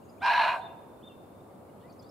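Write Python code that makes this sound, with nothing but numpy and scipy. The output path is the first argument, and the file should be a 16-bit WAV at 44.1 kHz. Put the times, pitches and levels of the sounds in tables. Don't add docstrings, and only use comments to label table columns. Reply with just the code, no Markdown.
import sys
import numpy as np
from scipy import signal
from scipy.fft import rfft, irfft, next_fast_len
from scipy.io import wavfile
from scipy.ndimage import uniform_filter1d, map_coordinates

SR = 44100
rng = np.random.default_rng(int(sys.argv[2]) if len(sys.argv) > 2 else 0)


def volts_from_decibels(level):
    exponent = np.asarray(level, float) / 20
    return 10 ** exponent


def int16_out(signal):
    q = np.round(np.clip(np.atleast_2d(signal).T, -1, 1) * 32767)
    wavfile.write(sys.argv[1], SR, q.astype(np.int16))


N = 92610

# frequency_hz, density_db [dB per Hz]
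RUMBLE_SPECTRUM = [(25, -31), (60, -15.5), (100, -2), (125, -7), (200, -4), (600, -6.5), (1200, -16.5),
                   (2200, -37.5)]
# frequency_hz, density_db [dB per Hz]
HISS_SPECTRUM = [(1000, -39), (1700, -15), (2290, -7), (2930, -11.5), (4450, -13.5), (6150, -18.5),
                 (7200, -14), (10500, -11.5), (15500, -14)]
# frequency_hz, likeness [0-1]
COHERENCE = [(30, 0.93), (100, 0.92), (350, 0.73), (1000, 0.23), (3000, 0.088), (9000, 0.053)]
# frequency_hz, left_over_right_db
BALANCE = [(30, -1), (180, -3), (350, 1.4), (10000, -0.3)]
# start_s, length_s, centre_hz,
# width_hz, level_db
CHATTER_BANDS = [
    (0, .13, 2750, 120, -77),
    (0, .22, 6800, 600, -79),
    (1.79, .08, 3100, 800, -75),
    (1.87, .09, 4400, 900, -79),
    (2.01, .09, 4000, 900, -79),
    (1.03, .13, 3150, 450, -75),
    (.8, 1.3, 560, 12, -67),
]
# start_s, length_s, start_hz,
# end_hz, level_db
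TWITTER_NOTES = [(.088, .016, 4650, 5100, -70), (.099, .015, 5050, 4400, -68),
                 (.125, .015, 6000, 6800, -78), (1.4, .025, 3620, 3620, -78), (.178, .014, 2400, 2430, -66),
                 (1.49, .03, 2200, 1800, -75), (1.683, .03, 2250, 1800, -73),
                 (1.695, .012, 2900, 2850, -73), (1.806, .014, 3500, 2800, -70),
                 (1.822, .012, 2950, 2850, -71), (1.805, .05, 3500, 3700, -80),
                 (1.802, .03, 4300, 4250, -78), (1.825, .05, 1780, 2050, -68),
                 (1.868, .04, 2050, 2500, -73), (1.896, .017, 4650, 4200, -63),
                 (1.924, .011, 4200, 6200, -69), (1.925, .014, 6500, 6400, -71),
                 (1.992, .018, 5150, 4400, -59), (2.02, .013, 4800, 6250, -69),
                 (2.024, .014, 6900, 7500, -72), (2.022, .04, 4200, 4650, -69),
                 (2.055, .04, 4650, 4750, -70), (2.008, .055, 3200, 3650, -75),
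                 (2.05, .05, 3600, 3950, -77), (2.088, .018, 4800, 5500, -62),
                 (1.775, .03, 2900, 3300, -79)]
# time_s [after start], pitch_hz, level_db
WHISTLE_SHAPE = [(0, 2450, -27), (.018, 2650, -25), (.03, 3450, -11), (.041, 3610, -5), (.056, 3620, -14),
                 (.074, 3600, 1), (.083, 3590, -5), (.088, 3100, -24), (.096, 2800, -9), (.108, 2710, -16),
                 (.118, 2710, -8), (.13, 2700, -30)]
# start_s, level_db, stretch [times], lower_note_db
WHISTLE_CALLS = [
    (0.176, -55, 1, -1),
    (0.579, -48, 1.14, -7),
    (1.003, -48.5, 1, -2),
]
# time_s, pitch_hz, level_db, roughness [0-1], mouth [scale of the resonances]
BARK_COURSE = [
    (.207, 561.4, -46, 0.06, 0.65),
    (.222, 793.7, -32.5, 0.2, 0.94),
    (0.247, 798.4, -29, 0.33, 1.005),
    (.285, 789.6, -26.5, 0.44, 1.001),
    (.33, 835.8, -26.5, 0.58, 1.03),
    (0.452, 837.7, -26.5, 0.64, 1.007),
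    (.52, 807, -29, 0.79, 1),
    (0.566, 794.3, -34.5, 0.63, 0.982),
    (0.601, 730, -47, 0, 0.95),
]
# time_s, pitch_hz, level_db
SECOND_COURSE = [
    (0.227, 950, -36),
    (0.245, 954.2, -26),
    (0.315, 967.7, -23),
    (0.339, 886.9, -30),
    (0.365, 975.3, -23),
    (0.394, 992.7, -23),
    (0.421, 923.2, -25),
    (0.468, 960, -25.5),
    (0.583, 915, -43),
]
# centre_hz, width_hz, level_db
THROAT_RESONANCES = [(665, 160, -8.5), (816, 294, -12.5), (967, 147, -4.5), (1247, 250, -12.5),
                     (1614, 150, -8), (2480, 130, -8.5), (2820, 130, -17), (3800, 650, -21.5),
                     (4270, 430, -24), (5200, 630, -30.5), (7060, 390, -42.5), (8380, 440, -38),
                     (10300, 2100, -49.5), (11800, 910, -42)]
# frequency_hz, level_db
VOICE_COLOUR = [(480, -74), (600, -24), (2000, -17), (3300, -27.5), (4500, -50), (5000, -61), (12500, -71),
                (15500, -63)]
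# frequency_hz, level_db
GRASS_SCATTER = [(500, -18), (2500, -14.5), (5000, -7), (9000, -1.5)]
# frequency_hz, t60_s
TREE_DECAY = [(500, 0.64), (750, 1.02), (1000, 0.94), (2500, 0.88), (4500, 0.39), (10000, 0.1)]
# frequency_hz, level_db
ECHO_TINT = [(600, 2), (750, 4), (970, -3), (1200, -7.5), (2500, -12), (6000, 11)]

RUMBLE_DB, HISS_DB = -51.5, -70
TWITTER_DB = 1
PITCH_DRIFT, SECOND_DRIFT = .016, .04
JITTER, SHIMMER_DB = 0.15, 3
FLUTTER_DB, FLUTTER_PER_S = .5, 70
GROWL_DB, GROWL_PER_S = 1.2, 300
SECOND_DB, SECOND_DEPTH = -2.5, 0.49
DULLING, DULL_TOP_HZ, WAVER_DB, WAVER_PER_S = 0.72, 6500, 1, 45.66
RASP_S, RASP_LONG_S, RASP_DB = 0.244, 0.032, 11.5
CLOSE_S, CLOSED_S, NASAL_DB, HISS_UP_DB = 0.541, 0.563, 7, 2.5
DEER_LEAN_DB, SCATTER_S = -0.34, .05
ECHO_DB, ECHO_S = -13.5, .02
WHISTLE_ECHO_DB, TWITTER_ECHO_DB, BIRD_STRETCH = -13, -12, 2.2
NEAR_ECHO_DB, NEAR_STRETCH = -11, .3
TOP_HZ = 15720


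def unit(x):
    return x / np.sqrt(np.mean(x ** 2) + 1e-20)


def along(points, hz):
    f, v = np.transpose(points)
    return np.interp(np.log(hz + 1), np.log(f + 1), v)


def wobble(rate):
    knots = rng.standard_normal(int(N * 400 / SR) + 4)
    return map_coordinates(knots, [np.arange(N) * min(rate, 399) / SR])


def filtered(x, response):
    m = next_fast_len(N + SR // 2)
    return irfft(rfft(x, m) * response(np.fft.rfftfreq(m, 1 / SR)), m)[..., :N]


def rush(spectrum, patchy_db):
    z = signal.stft(rng.standard_normal((2, N)), nperseg=512)[2]
    field = uniform_filter1d(rng.standard_normal(z.shape[1:]), size=5, axis=0)
    field = uniform_filter1d(field, size=12, axis=1)
    pair = signal.istft(z * volts_from_decibels(patchy_db * unit(field)), nperseg=512)[1][:, :N]
    (low, low_db), (high, high_db) = spectrum[0], spectrum[-1]
    shut = [(low / 4, low_db - 60)] + list(spectrum) + [(high * 4, high_db - 60)]

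    def mid_side(hz):
        turn = np.arccos(np.clip(along(COHERENCE, hz), -1, 1)) / 2
        return volts_from_decibels(along(shut, hz)) * [np.cos(turn), np.sin(turn)]

    mid, side = filtered(pair, mid_side)
    stereo = np.array([mid + side, mid - side])
    return unit(filtered(stereo, lambda hz: volts_from_decibels(np.outer([.5, -.5], along(BALANCE, hz)))))


def background():
    swell_db = .4 * wobble(1.3) + .3 * wobble(8)
    rumble = volts_from_decibels(RUMBLE_DB + swell_db) * rush(RUMBLE_SPECTRUM, patchy_db=-0.06)
    return rumble + volts_from_decibels(HISS_DB) * rush(HISS_SPECTRUM, patchy_db=.2)


def chatter():
    t, out = np.arange(N) / SR, np.zeros((2, N))
    for start, length, hz, width_hz, db in CHATTER_BANDS:
        progress = np.clip((t - start) / length, 0, 1)
        swell = np.sqrt(np.abs(np.sin(np.pi * progress)))
        band = filtered(rng.standard_normal((2, N)), lambda f: np.exp(-((f - hz) / width_hz) ** 2))
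        out += volts_from_decibels(db + 2.3 * wobble(60.06)) * swell * unit(band + band[::-1] / 2)
    return out


def twitter():
    t, out = np.arange(N) / SR, np.zeros(N)
    rasp = 1 + .009 * wobble(300)
    for start, length, hz0, hz1, db in TWITTER_NOTES:
        u = np.clip((t - start) / length, 0, 1)
        glide = u * (2 - u) if hz1 > hz0 else u ** 2
        phase = 2 * np.pi * np.cumsum((hz0 + (hz1 - hz0) * glide) * rasp) / SR
        swell = np.sqrt(np.abs(np.sin(np.pi * u))) * (u < 1)
        out += volts_from_decibels(db + TWITTER_DB) * swell * np.sin(phase)
    return out * volts_from_decibels(3 * wobble(150))


def whistler():
    s, hz, db = np.transpose(WHISTLE_SHAPE)
    t, out = np.arange(N) / SR, np.zeros(N)
    for start, level_db, stretch, lower_db in WHISTLE_CALLS:
        u = (t - start) / stretch
        phase = 2 * np.pi * np.cumsum(np.interp(u, s, hz)) / SR
        shape_db = np.interp(u, s, db + lower_db * (s > .085), -200, -200)
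        tone = np.sin(phase) + volts_from_decibels(-31) * np.sin(2 * phase)
        out += volts_from_decibels(level_db + shape_db + wobble(70.15)) * tone
    return out


def second_vibration(t):
    s, hz, _ = np.transpose(SECOND_COURSE)
    drifting_hz = np.interp(t, s, hz) * (1 + SECOND_DRIFT * wobble(109.56))
    return np.cos(2 * np.pi * np.cumsum(drifting_hz) / SR)


def fold_pulses(cycles, hz, rough):
    chance = rng.standard_normal((2000, 2))[:int(cycles[-1])]
    when = np.interp(np.arange(len(chance)) + .5, cycles, np.arange(N))
    index = when.astype(int)
    at = rough[index]
    when = np.clip(when + JITTER * at * chance[:, 0] * SR / hz[index], 8, N - 9)
    taps = np.floor(when)[:, None] + np.arange(-7, 9)
    offset = taps - when[:, None]
    shape = np.sinc(offset) * np.cos(np.pi * offset / 16) ** 2
    sized = shape * volts_from_decibels(SHIMMER_DB * at * chance[:, 1])[:, None]
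    return np.bincount(taps.astype(int).ravel(), sized.ravel(), N)


def resonance(x, hz, width_hz):
    turn = np.exp(2j * np.pi * np.cumsum(hz) / SR)
    pole = np.exp(-np.pi * 1.5 * width_hz / SR)
    return 2 * np.real(turn * signal.lfilter([(1 - pole) ** 2], [1, -2 * pole, pole ** 2], x / turn))


def throat(source, t, level_db, mouth):
    closing = np.clip((t - CLOSE_S) / (CLOSED_S - CLOSE_S), 0, 1)
    weak_db = level_db - level_db.max()
    rasp_db = RASP_DB * np.exp(-((t - RASP_S) / RASP_LONG_S) ** 2)
    voice = np.zeros(N)
    for k, (centre, width, db) in enumerate(THROAT_RESONANCES):
        dull_db = DULLING * weak_db * max(np.log2(centre / 1000), 0) + rasp_db * (centre > 5000)
        lift_db = closing * (NASAL_DB * (centre < 760) + HISS_UP_DB * (centre > DULL_TOP_HZ))
        lift_db = lift_db + (centre < DULL_TOP_HZ) * dull_db + WAVER_DB * wobble(WAVER_PER_S)
        voice += (-1) ** k * volts_from_decibels(db + lift_db) * resonance(source, centre * mouth, width)
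    broad = filtered(source, lambda f: volts_from_decibels(along(VOICE_COLOUR, f)))
    return volts_from_decibels(20) * (voice + volts_from_decibels(DULLING * weak_db) * broad)


def deer():
    s, *cols = np.transpose(BARK_COURSE)
    t = np.arange(N) / SR
    hz, level_db, rough, mouth = [np.interp(t, s, c) for c in cols]
    rough = np.clip(rough, 0, 1)
    second = second_vibration(t)
    hz = hz * (1 + PITCH_DRIFT * wobble(60))
    cycles = np.cumsum(hz) / SR
    pulses = unit(fold_pulses(cycles, hz, rough)) * (1 + SECOND_DEPTH * second)
    air = unit(rng.standard_normal(N) * (1.08 + np.cos(2 * np.pi * cycles)))
    source = np.sqrt(1 - rough) * pulses + np.sqrt(rough) * air
    effort_db = level_db + FLUTTER_DB * wobble(FLUTTER_PER_S) + GROWL_DB * wobble(GROWL_PER_S)
    source = source * volts_from_decibels(effort_db) * (t > s[0]) * (t < s[-1])
    voice = throat(source, t, level_db, mouth)
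    s2, _, db2 = np.transpose(SECOND_COURSE)
    fade = np.clip(np.minimum(t - s2[0], s2[-1] - t) / 0.0057, 0, 1)
    voice = voice + fade * volts_from_decibels(SECOND_DB + 3 + np.interp(t, s2, db2) + 1.6 * wobble(80.1)) * second

    def radiation(f):
        low_cut = 1 / np.sqrt(1 + (560 / (f + 1)) ** 14)
        return low_cut * (0.39 + 0.58 / (1 + (f / 4550) ** 24))

    return filtered(voice, radiation)


def scattered(x):
    t = np.arange(SR // 10) / SR
    smear = rng.standard_normal(len(t)) * volts_from_decibels(-60 * t / SCATTER_S)
    side = signal.fftconvolve(x, smear / np.linalg.norm(smear))[:N]
    side = filtered(side, lambda f: volts_from_decibels(along(GRASS_SCATTER, f)))
    return np.array([x + side, x - side])


def trees(x, stretch, delay_s):
    hz, t, z = signal.stft(rng.standard_normal((2, SR)), SR, nperseg=256)
    decay_db = -60 * t / (stretch * along(TREE_DECAY, hz))[:, None]
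    tail = signal.istft(z * volts_from_decibels(decay_db), SR, nperseg=256)[1]
    tail = (tail + 0.26 * tail[::-1]) * volts_from_decibels(2 * wobble(33)[:tail.shape[1]])
    delayed = np.pad(x, (int(delay_s * SR), 0))[None]
    return signal.fftconvolve(delayed, tail / np.linalg.norm(tail[0]), axes=1)[:, :N]


def scene():
    far, near, bark = twitter(), whistler(), deer()
    tinted = filtered(bark, lambda f: volts_from_decibels(along(ECHO_TINT, f)))
    far_echo = volts_from_decibels(TWITTER_ECHO_DB) * far
    wet = trees(volts_from_decibels(ECHO_DB) * tinted, 0.98, ECHO_S)
    wet = wet + trees(volts_from_decibels(WHISTLE_ECHO_DB) * near + far_echo, BIRD_STRETCH, .03)
    wet = wet + trees(volts_from_decibels(NEAR_ECHO_DB) * near + far_echo, NEAR_STRETCH, .004)
    front = scattered(bark) * volts_from_decibels([[DEER_LEAN_DB / 2], [-DEER_LEAN_DB / 2]])
    birds = near * volts_from_decibels([[.3], [-.3]]) + far * volts_from_decibels([[.4], [-.4]])
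    return background() + chatter() + birds + front + wet


def band_limit(x):
    return signal.sosfilt(signal.butter(12, 15650, fs=SR, output="sos"), x)


def record(dry):
    mix = filtered(dry, lambda hz: hz < TOP_HZ)
    return band_limit(mix)


dry = scene()
out = record(dry)
int16_out(out)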